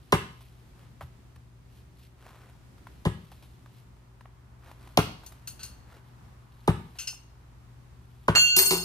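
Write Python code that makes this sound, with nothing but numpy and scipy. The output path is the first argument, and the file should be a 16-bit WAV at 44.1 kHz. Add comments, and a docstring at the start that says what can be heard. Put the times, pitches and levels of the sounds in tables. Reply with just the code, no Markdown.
"""Knife throwing in a leafy yard

Five steel knives fly at an end-grain wooden target, left of the microphones. Four bite and thud; the last
knocks, glances off a stuck knife, tumbles ringing and clatters onto the stand. Close by, spare blades
clink in the hand, shoes scuff the dirt, twigs snap and clothes rustle. Fence and bushes give a short
echo. Leaves hiss; far off, the town rumbles, a machine hums and traffic swells."""
import sys
import numpy as np
from scipy import signal
from scipy.fft import rfft, irfft, next_fast_len
from scipy.io import wavfile
from scipy.ndimage import uniform_filter1d

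SR = 44100
rng = np.random.default_rng(int(sys.argv[2]) if len(sys.argv) > 2 else 0)


def dump(signal):
    """Clip the signal to [-1, 1] and save it as 16-bit WAV at the path in sys.argv[1]."""
    limited = np.clip(np.atleast_2d(signal).T, -1, 1)
    pcm = np.round(limited * 32767).astype(np.int16)
    wavfile.write(sys.argv[1], SR, pcm)


N = 389844
SPAN = 24000  # samples in one short event
TIME = np.arange(N) / SR
AGE = TIME[:SPAN]
TARGET_LAG_S, KNIFE_LAG_S, THROWER_LAG_S = .00018, .000158, .00003  # delays to the right microphone

# knives meeting the target: t/s, bite/dB, knock/dB, knock f/Hz, boom/dB, wood grain/dB, splinters/dB
THROWS = [(0.122, -16, -7.5, 1043, -14.5, -17, -19.5), (3.0510, -27.5, -25.5, 938, -13, -24.5, -31.5),
          (4.9721, -9, -5, 730, -13.5, -16, -26), (6.6754, -25, -9.5, 867, -10, -20.5, -29),
          (8.2800, -28.5, -5.5, 1047, -13.5, -17.5, -27.5)]
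# modes of a blade: f/Hz, free t60/s, struck on steel/dB, its left minus right/dB, on landing/dB,
# its left minus right/dB, scraped at the tip/dB, scraped at the heel/dB, ringing in the hand/dB
KNIFE = [(1486, 1.5, -37, -8, -47, 0, -12, -19, -22), (2764, .95, -12.5, -5, -34, 1, -8, 3, -12),
         (3268, 1.2, -31, 5, -52, 0, -16, -17, -28), (4387, .85, -15, -3, -24, -3, 0, -8, -5),
         (5240, 1.5, -50, -3, -39, 0, -17, -12, 0), (6272, .65, -26, -6, -31, 6, -5, 1, 0),
         (7172, .7, -20, 8, -28, 5, -8, -10, -17), (8450, .45, -33, 6, -23, 9, -6, -6, -17),
         (8955, .8, -55, 0, -33, 8, -13, -16, -11), (10515, .5, -28, -1, -33, -3, -14, -9, -16),
         (10910, .45, -39, -3, -24, -11, -4, -12, -16), (13330, .6, -58, 0, -42, 0, -24, -21, -28),
         (13665, .42, -34, 8, -24, 12, -8, -11, -25)]
# spectrum of struck wood: f/Hz, level/dB
GRAIN = [(120, -12.5), (220, -12.5), (300, -2.5), (390, 7), (520, -9), (950, 1), (1350, -6.5),
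         (1900, -21.5), (4000, -26), (15000, -60.5)]
# spectrum of dry grit, also the colour of rustling cloth: f/Hz, level/dB
GRIT = [(800, -18), (2500, 1.5), (4000, 0.5), (7000, -10.5), (13000, -2), (16000, -29.5)]


def throws(sink_s=.003036, sway_s=.00595, rattle_s=.016):
    """On the left a point bites, the blade's stop knocks the blocks, the board sways and rattles."""
    # spectrum of steel entering wood: f/Hz, level/dB
    bite_colour = [(800, -28.5), (2600, 1.5), (3900, 2.5), (5600, -3), (7000, -7), (11000, -8),
                   (15000, -12.5)]
    # spectrum of splintering fibres: f/Hz, level/dB
    splinter_colour = [(500, -17), (1200, -1.5), (1900, 4.5), (3000, 1.5), (4000, -8.5), (6000, -15.5),
                       (9000, -9.5), (15000, -30.5)]
    # modes of the target's wooden blocks: f/Hz, level/dB, t60/s
    blocks = [(224, -5, 0.041), (355, -3.5, 0.098), (438.2, -1, 0.061), (567.7, -6, 0.055),
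              (693, -6.5, 0.032), (784, -5.5, 0.031)]
    # modes of the swaying board: f/Hz, level/dB, t60/s
    board = [(67.4, -13, 0.2), (99, -8.5, 0.11), (114.6, -15.5, 0.17), (160, -1.5, 0.085),
             (205, -10, 0.073), (264, -16, 0.065)]
    out = np.zeros((2, N))
    for s, bite_db, knock_db, knock_hz, boom_db, grain_db, splinter_db in THROWS:
        bite = undb(bite_db) * burst(bite_colour, t60=.011, rise=.0015)
        splinters = undb(splinter_db) * burst(splinter_colour, t60=.076, rise=.005, rough_db=2)
        add(out, s, place(bite + splinters, TARGET_LAG_S, pan_db=-.5))
        knock = ring([(knock_hz, knock_db, .018), (knock_hz * 1.4, knock_db - 11, .02)], rise=.0013)
        grain = undb(grain_db) * (burst(GRAIN, t60=.055, rise=.00094) + ring(blocks, rise=.0025))
        add(out, s + sink_s, place(knock + grain, TARGET_LAG_S, pan_db=-1.5))
        boom = undb(boom_db) * ring(board, rise=.011)
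        add(out, s + sway_s, place(boom, TARGET_LAG_S, pan_db=3.5))
        # the harder the bite, the more the frame rattles
        rattle = undb(-12 + .58 * bite_db) * burst(GRAIN, t60=.08, rise=.00069)
        add(out, s + rattle_s, place(rattle, TARGET_LAG_S))
    return out


def glancing_knife(stop_t60=.031, flight_db=-1.5, approach_db_per_s=20.5):
    """The last knife glances off steel and rings in the air; landing damps that and rings it brighter."""
    # crashes against the stuck knife: t/s, level/dB, t60/s, centre f/Hz
    glances = [(8.351, -22.5, 0.1, 1370), (8.357, -19.5, 0.12, 1290), (8.357, -41, 0.0055, 5200)]
    # bounces on the stand: t/s, crash/dB, crash centre f/Hz, stand/dB, blade ring/dB
    bounces = [(8.5645, -18.5, 5100, -31, 3), (8.585, -22, 2650, -33.5, -3.5),
               (8.657, -45, 5000, -44.5, -4), (8.706, -22.5, 3860, -24.5, -11)]
    # modes of the stand: f/Hz, level/dB, t60/s
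    stand = [(60.5, -15, 0.75), (172.5, -5.5, 0.56), (331, -18, 0.47), (369.3, 1.5, 0.33),
             (387, -3.5, 0.31), (463, -6.5, 0.19), (715, -13, 0.17)]
    out = np.zeros((2, N))
    glance_s = glances[-1][0]
    flight_s = bounces[0][0] - glance_s
    # the knife flies back toward the microphones, so its ring seems to hold
    approach = undb(flight_db + approach_db_per_s * np.minimum(AGE, flight_s))
    damping = np.exp(-np.log(1000) * np.maximum(AGE - flight_s, 0) / stop_t60)
    sides = np.array([[.5], [-.5]])
    for hz, t60, steel_db, steel_pan_db, land_db, land_pan_db, *_ in KNIFE:
        decay = fade(t60)
        flying = tumble(hz, spin_hz=9, depth=.46, smear=.00035) * decay * approach * damping
        add(out, glance_s, undb(steel_db + sides * steel_pan_db) * flying)
        bounce_energy = sum((undb(ring_db) * np.interp(AGE - (s - glance_s), AGE, decay, left=0)) ** 2
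                            for s, *_, ring_db in bounces)
        bouncing = tumble(hz, spin_hz=24.28, depth=.62, smear=.0025) * np.sqrt(bounce_energy)
        add(out, glance_s, undb(land_db + sides * land_pan_db) * bouncing)
    for s, crash_db, t60, hz in glances:
        crash = undb(crash_db) * burst(hump(hz, slope_db=10), t60, rise=.00044, rough_db=6)
        add(out, s, place(crash, KNIFE_LAG_S))
    for s, crash_db, hz, stand_db, _ in bounces:
        crash = undb(crash_db) * burst(hump(hz, slope_db=10), t60=.23, rise=.00038, rough_db=4)
        thump = ring(stand, rise=.0027) + undb(-3) * burst(GRAIN, t60=.37, rise=.0029)
        add(out, s, place(crash + undb(stand_db) * thump, KNIFE_LAG_S))
    return out


def tumble(hz, spin_hz, depth, smear):
    """One mode of a turning blade: its lobes sweep past each microphone and motion bends its pitch."""
    turn = 2 * np.pi * (spin_hz * rng.uniform(.6, 1.41) * AGE + rng.random((2, 1)))
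    bent_time = np.cumsum(1 + smear * walk(80.8, SPAN)) / SR
    phase = 2 * np.pi * hz * (bent_time - np.array([[0], [KNIFE_LAG_S]]))
    return (np.sin(phase) + depth * np.sin(phase + turn)) / np.hypot(1, depth)


def clinks(width_hz=150, held_t60=.2, twin_ratio=.89, twin_db=-9):
    """Close by, spare blades touch with a buzzing scrape and a brief ring in the fingers."""
    # blades touching: t/s, scrape/dB, scrape t60/s, position (0 tip, 1 heel), ring/dB
    touches = [(5.261, -41.5, .1, 0.2, -64), (5.472, -35, 0.17, 0.17, -56), (5.592, -46, 0.45, 0, -68),
               (5.629, -35.5, 0.16, 0.13, -49), (6.986, -33.5, 0.24, 0.62, -42.5),
               (7.072, -33.5, 0.16, 1, -32.5)]
    out = np.zeros((2, N))
    hz, *_, tip_db, heel_db, held_db = np.transpose(KNIFE)
    f = np.linspace(200, SR / 2, 900)
    broadening = (1 + (2 * (f[:, None] - hz) / width_hz) ** 2) ** 1.05
    blade = ring([(h, db, held_t60) for h, db in zip(hz, held_db)], rise=.0006)
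    twin = ring([(h * twin_ratio, db + twin_db, held_t60 / 2) for h, db in zip(hz, held_db)], rise=.0006)
    for s, scrape_db, scrape_t60, position, ring_db in touches:
        tilt_db_per_octave = 3.5 * np.log2(.25 / scrape_t60)  # a shorter scrape is brighter
        mode_db = tip_db + position * (heel_db - tip_db) + tilt_db_per_octave * np.log2(hz / hz[0])
        power = np.sum(undb(mode_db) ** 2 / broadening, axis=1)
        colour = np.c_[f, 10 * np.log10(power)]
        scrape = undb(scrape_db) * burst(colour, scrape_t60, rise=.0018, rough_db=.5)
        add(out, s, place(scrape + undb(ring_db) * (blade + twin), lag_s=.00005, pan_db=3))
    return out


def footsteps(full_step_db=-36.5, sole_hz=826, sole_t60=.088):
    """Soles tap and crunch on dry dirt; a lighter step loses little grit and much of its heel thud."""
    # footfalls, one heavy lunge and light steps to regain balance: t/s, tap/dB
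    steps = [(.406, -57.5), (1.008, -37.5), (3.316, -49.5), (3.424, -56.5), (5.233, -51), (6.954, -55),
             (7.128, -53)]
    out = np.zeros((2, N))
    for s, db in steps:
        weight_db = db - full_step_db
        tap = undb(db) * burst(hump(sole_hz, slope_db=17), sole_t60, rise=.00083)
        grit = undb(-55 + .18 * weight_db) * burst(GRIT, 2.6 * sole_t60, rise=.00077, rough_db=3)
        heel = undb(-24 + 4.4 * weight_db) * ring([(80.6, -4, .11), (125, -3, .059)], rise=.019)
        add(out, s, place(tap + grit, THROWER_LAG_S))
        add(out, s + .015, place(heel))
    return out


def twigs(knock_hz=997, t60=.016):
    """Twigs snap underfoot, each a dull knock with a little grit."""
    # snaps: t/s, level/dB, relative treble/dB
    snaps = [(1.359, -45.5, -17.5), (2.496, -48, -17), (2.78, -47.5, -19), (2.869, -32.5, -27.5),
             (3.659, -41.5, -24), (3.966, -54, -22), (4.208, -39, -25.5), (4.255, -37.5, -38),
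             (4.713, -39, -19), (5.321, -42, -14.5)]
    out = np.zeros((2, N))
    for s, db, treble_db in snaps:
        knock = undb(-4.5) * burst(hump(knock_hz, slope_db=23), t60, rise=.0015)
        grit = undb(5 + treble_db) * burst(GRIT, 2.7 * t60, rise=.00083, rough_db=2)
        add(out, s, place(undb(db) * (knock + grit), THROWER_LAG_S))
    return out


def loose_grit(ticks_per_s=2.5, softest_db=-81, range_db=12):
    """Loose grit ticks at random under the shoes."""
    out = np.zeros((2, N))
    for when, size in rng.random((int(ticks_per_s * N / SR), 2)):
        tick = undb(softest_db + range_db * size) * burst(GRIT, t60=.04, rise=.0008)
        add(out, when * N / SR, place(tick, THROWER_LAG_S))
    return out


def scuffs():
    """Soles drag grainily over the dirt; clothes swish around every throw and as the thrower turns."""
    # dragging soles: peak t/s, fall/s, level/dB
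    drags = [(.83, 0.042, -64.5), (2.27, 0.16, -57), (4.69, 0.034, -57.5), (4.86, 0.045, -61),
             (5.95, 0.031, -57.5)]
    # apron and trousers rustling: peak t/s, level/dB
    rustles = [(1.77, -68), (2.03, -65), (3.78, -70), (6.08, -74.5)]
    # spectrum of a sole scraping dirt: f/Hz, level/dB
    scrape_colour = [(120, -21.5), (300, 0.5), (1300, -2), (2600, -11), (5000, -20.5), (15000, -26)]
    drag = sum(undb(db) * swell(s, rise=.049, fall=fall) for s, fall, db in drags)
    cloth = sum(undb(db) * swell(s, rise=.043, fall=.035) for s, db in rustles)
    for s, *_ in THROWS:
        cloth += undb(-77) * swell(s - .1, rise=.13, fall=.13)  # the swing
        cloth += undb(-70.5) * swell(s + .28, rise=.23, fall=.23)  # the recovery
    grains = undb(3.4 * walk(700))
    scrape = drag * noise(scrape_colour, N)
    swish = (cloth + undb(-12) * drag) * noise(GRIT, N)
    return place(grains * (scrape + swish), THROWER_LAG_S)


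def yard_echo(dry, lumpiness=.5, mono_below_hz=400):
    """Fence, trunks and leaves scatter a short, lumpy echo, unlike at each microphone above the bass."""
    # echo bands: centre f/Hz, level/dB, t60/s
    bands = [(90, -9.5, 0.44), (250, -10, 0.44), (725, -18, 0.53), (1860, -3.5, 0.42), (4500, -6.5, 0.5),
             (11000, -3.5, 0.28)]
    hz, db, t60 = np.transpose(bands)
    f = np.fft.rfftfreq(SPAN, 1 / SR)
    scatter = rng.standard_normal((2, SPAN)) * np.exp(lumpiness * rng.standard_normal((2, SPAN)))
    echo = np.zeros((2, SPAN))
    for k in range(len(bands)):
        band_gain = np.interp(np.log(f + 1), np.log(hz), np.eye(len(bands))[k])
        tail = fade(t60[k], rise=.0028)
        source = scatter[[0, 0]] if hz[k] < mono_below_hz else scatter
        echo += undb(db[k]) * irfft(rfft(unit(source)) * band_gain, SPAN) * tail / np.linalg.norm(tail)
    return signal.oaconvolve(dry, echo, axes=1)[:, :N]


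def air(above_bass_db=-63.7, wide_hz=450, flicker_db=1.46):
    """Distant town rumble and leaf hiss, alike at both microphones in the bass and wide above it."""
    # spectrum of the quiet yard: f/Hz, level/dB
    colour = [(15, -49), (25, -21), (53, -9), (72, -3.5), (92, -8.5), (123, -7), (145, -9.5), (229, -17),
              (354, -22), (384, -22), (416, -26.5), (936, -30), (3250, -39.5), (9840, -46.5), (16000, -52)]
    mid = noise(colour, N)
    side = signal.sosfilt(signal.butter(1, wide_hz, "high", fs=SR, output="sos"), noise(colour, N))
    above_bass = signal.sosfilt(signal.butter(4, 200, "high", fs=SR, output="sos"), mid)
    gain = undb(above_bass_db + flicker_db * walk(3.6)) / np.std(above_bass)
    return gain * np.array([mid + side, mid - side])


def machine(pitch_waver=.008, waver_db=1.3):
    """A distant machine hums unsteadily, its upper tones a little to the left."""
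    # tones of the hum: f/Hz, level/dB
    tones = [(57, -59.5), (72, -64.5), (120, -57), (238, -77), (384, -77)]
    out = np.zeros((2, N))
    bent_time = np.cumsum(1 + pitch_waver * walk(9.4)) / SR
    for hz, db in tones:
        tone = undb(db + waver_db * walk(4.6)) * np.sqrt(2) * np.sin(2 * np.pi * hz * bent_time)
        out += place(tone, pan_db=4 if hz > 100 else 0)
    return out


def traffic(tyre_hz=960, wash_db=-75, vehicle_db=-67):
    """Tyre noise from a far road, diffuse at the microphones: a steady wash and one passing vehicle."""
    level = undb(wash_db) + undb(vehicle_db) * swell(5.4, rise=.9, fall=2.1)
    return level * np.array([noise(hump(tyre_hz, slope_db=18), N) for _ in range(2)])


def undb(db):
    """Decibels to gain."""
    return 10 ** (np.asarray(db) / 20)


def unit(x):
    """Scale to an rms of one."""
    return x / np.sqrt(np.mean(x ** 2))


def fade(t60, rise=1e-4):
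    """Envelope that builds over rise seconds, then falls 60 dB in t60 seconds."""
    return (1 - np.exp(-(AGE / rise) ** 2)) * np.exp(-np.log(1000) * np.maximum(AGE - rise, 0) / t60)


def swell(s, rise, fall):
    """A smooth hill of level that peaks at s seconds."""
    widths_away = (TIME - s) / np.where(TIME < s, rise, fall)
    return np.exp(-.5 * np.minimum(widths_away ** 2, 100))


def walk(rate, size=N):
    """Random drift with an rms of one, turning rate times a second."""
    hold = max(int(SR / rate), 1)
    held = np.repeat(rng.standard_normal(size // hold + 2), hold)
    return unit(uniform_filter1d(held, hold))[:size]


def noise(spectrum, size=SPAN):
    """Noise with an rms of one, coloured by (f/Hz, level/dB) points."""
    hz, db = np.transpose(spectrum)
    length = next_fast_len(size, real=True)
    f = np.fft.rfftfreq(length, 1 / SR)
    gain = undb(np.interp(np.log(f + 1), np.log(hz), db))
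    return unit(irfft(rfft(rng.standard_normal(length)) * gain, length)[:size])


def hump(hz, slope_db):
    """Spectrum of a broad resonance whose skirts fall by slope_db an octave."""
    return [(hz * 2. ** k, -slope_db * (np.hypot(k, .5) - .5)) for k in range(-5, 6)]


def burst(spectrum, t60, rise, rough_db=0.):
    """A short crunch of set energy: coloured noise that flickers by rough_db as it dies away."""
    shape = fade(t60, rise)
    x = noise(spectrum) * shape * undb(rough_db * walk(500, SPAN))
    return x * np.linalg.norm(shape) / np.linalg.norm(x)


def ring(modes, rise):
    """Struck modes (f/Hz, level/dB, t60/s); neighbours swing in opposite senses."""
    return sum((-1) ** k * undb(db) * fade(t60, rise) * np.sin(2 * np.pi * hz * AGE)
               for k, (hz, db, t60) in enumerate(modes))


def place(x, lag_s=0., pan_db=0.):
    """A source on the left reaches the right microphone later; pan_db is left minus right."""
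    t = TIME[:len(x)]
    delayed = np.interp(t - round(lag_s * SR) / SR, t, x, left=0)
    return np.array([x * undb(pan_db / 2), delayed * undb(-pan_db / 2)])


def add(out, s, x):
    """Mix a stereo sound in at s seconds."""
    i = int(s * SR)
    out[:, i:i + x.shape[1]] += x[:, :max(N - i, 0)]


def scene(echo_send_db=-5):
    """Target, loose knife and nearby thrower with their yard echo, over the distant background."""
    hits = throws()
    loose_knife = glancing_knife()
    thrower = clinks() + footsteps() + twigs() + loose_grit() + scuffs()
    echo = yard_echo(hits + undb(echo_send_db) * (loose_knife + thrower))
    return hits + loose_knife + thrower + echo + air() + machine() + traffic()


def record(dry):
    """The camera's microphones lose the highest treble."""
    top_hz = 15300
    return signal.sosfilt(signal.ellip(8, .2, 70, top_hz, fs=SR, output="sos"), dry)


dry = scene()
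out = record(dry)
dump(out)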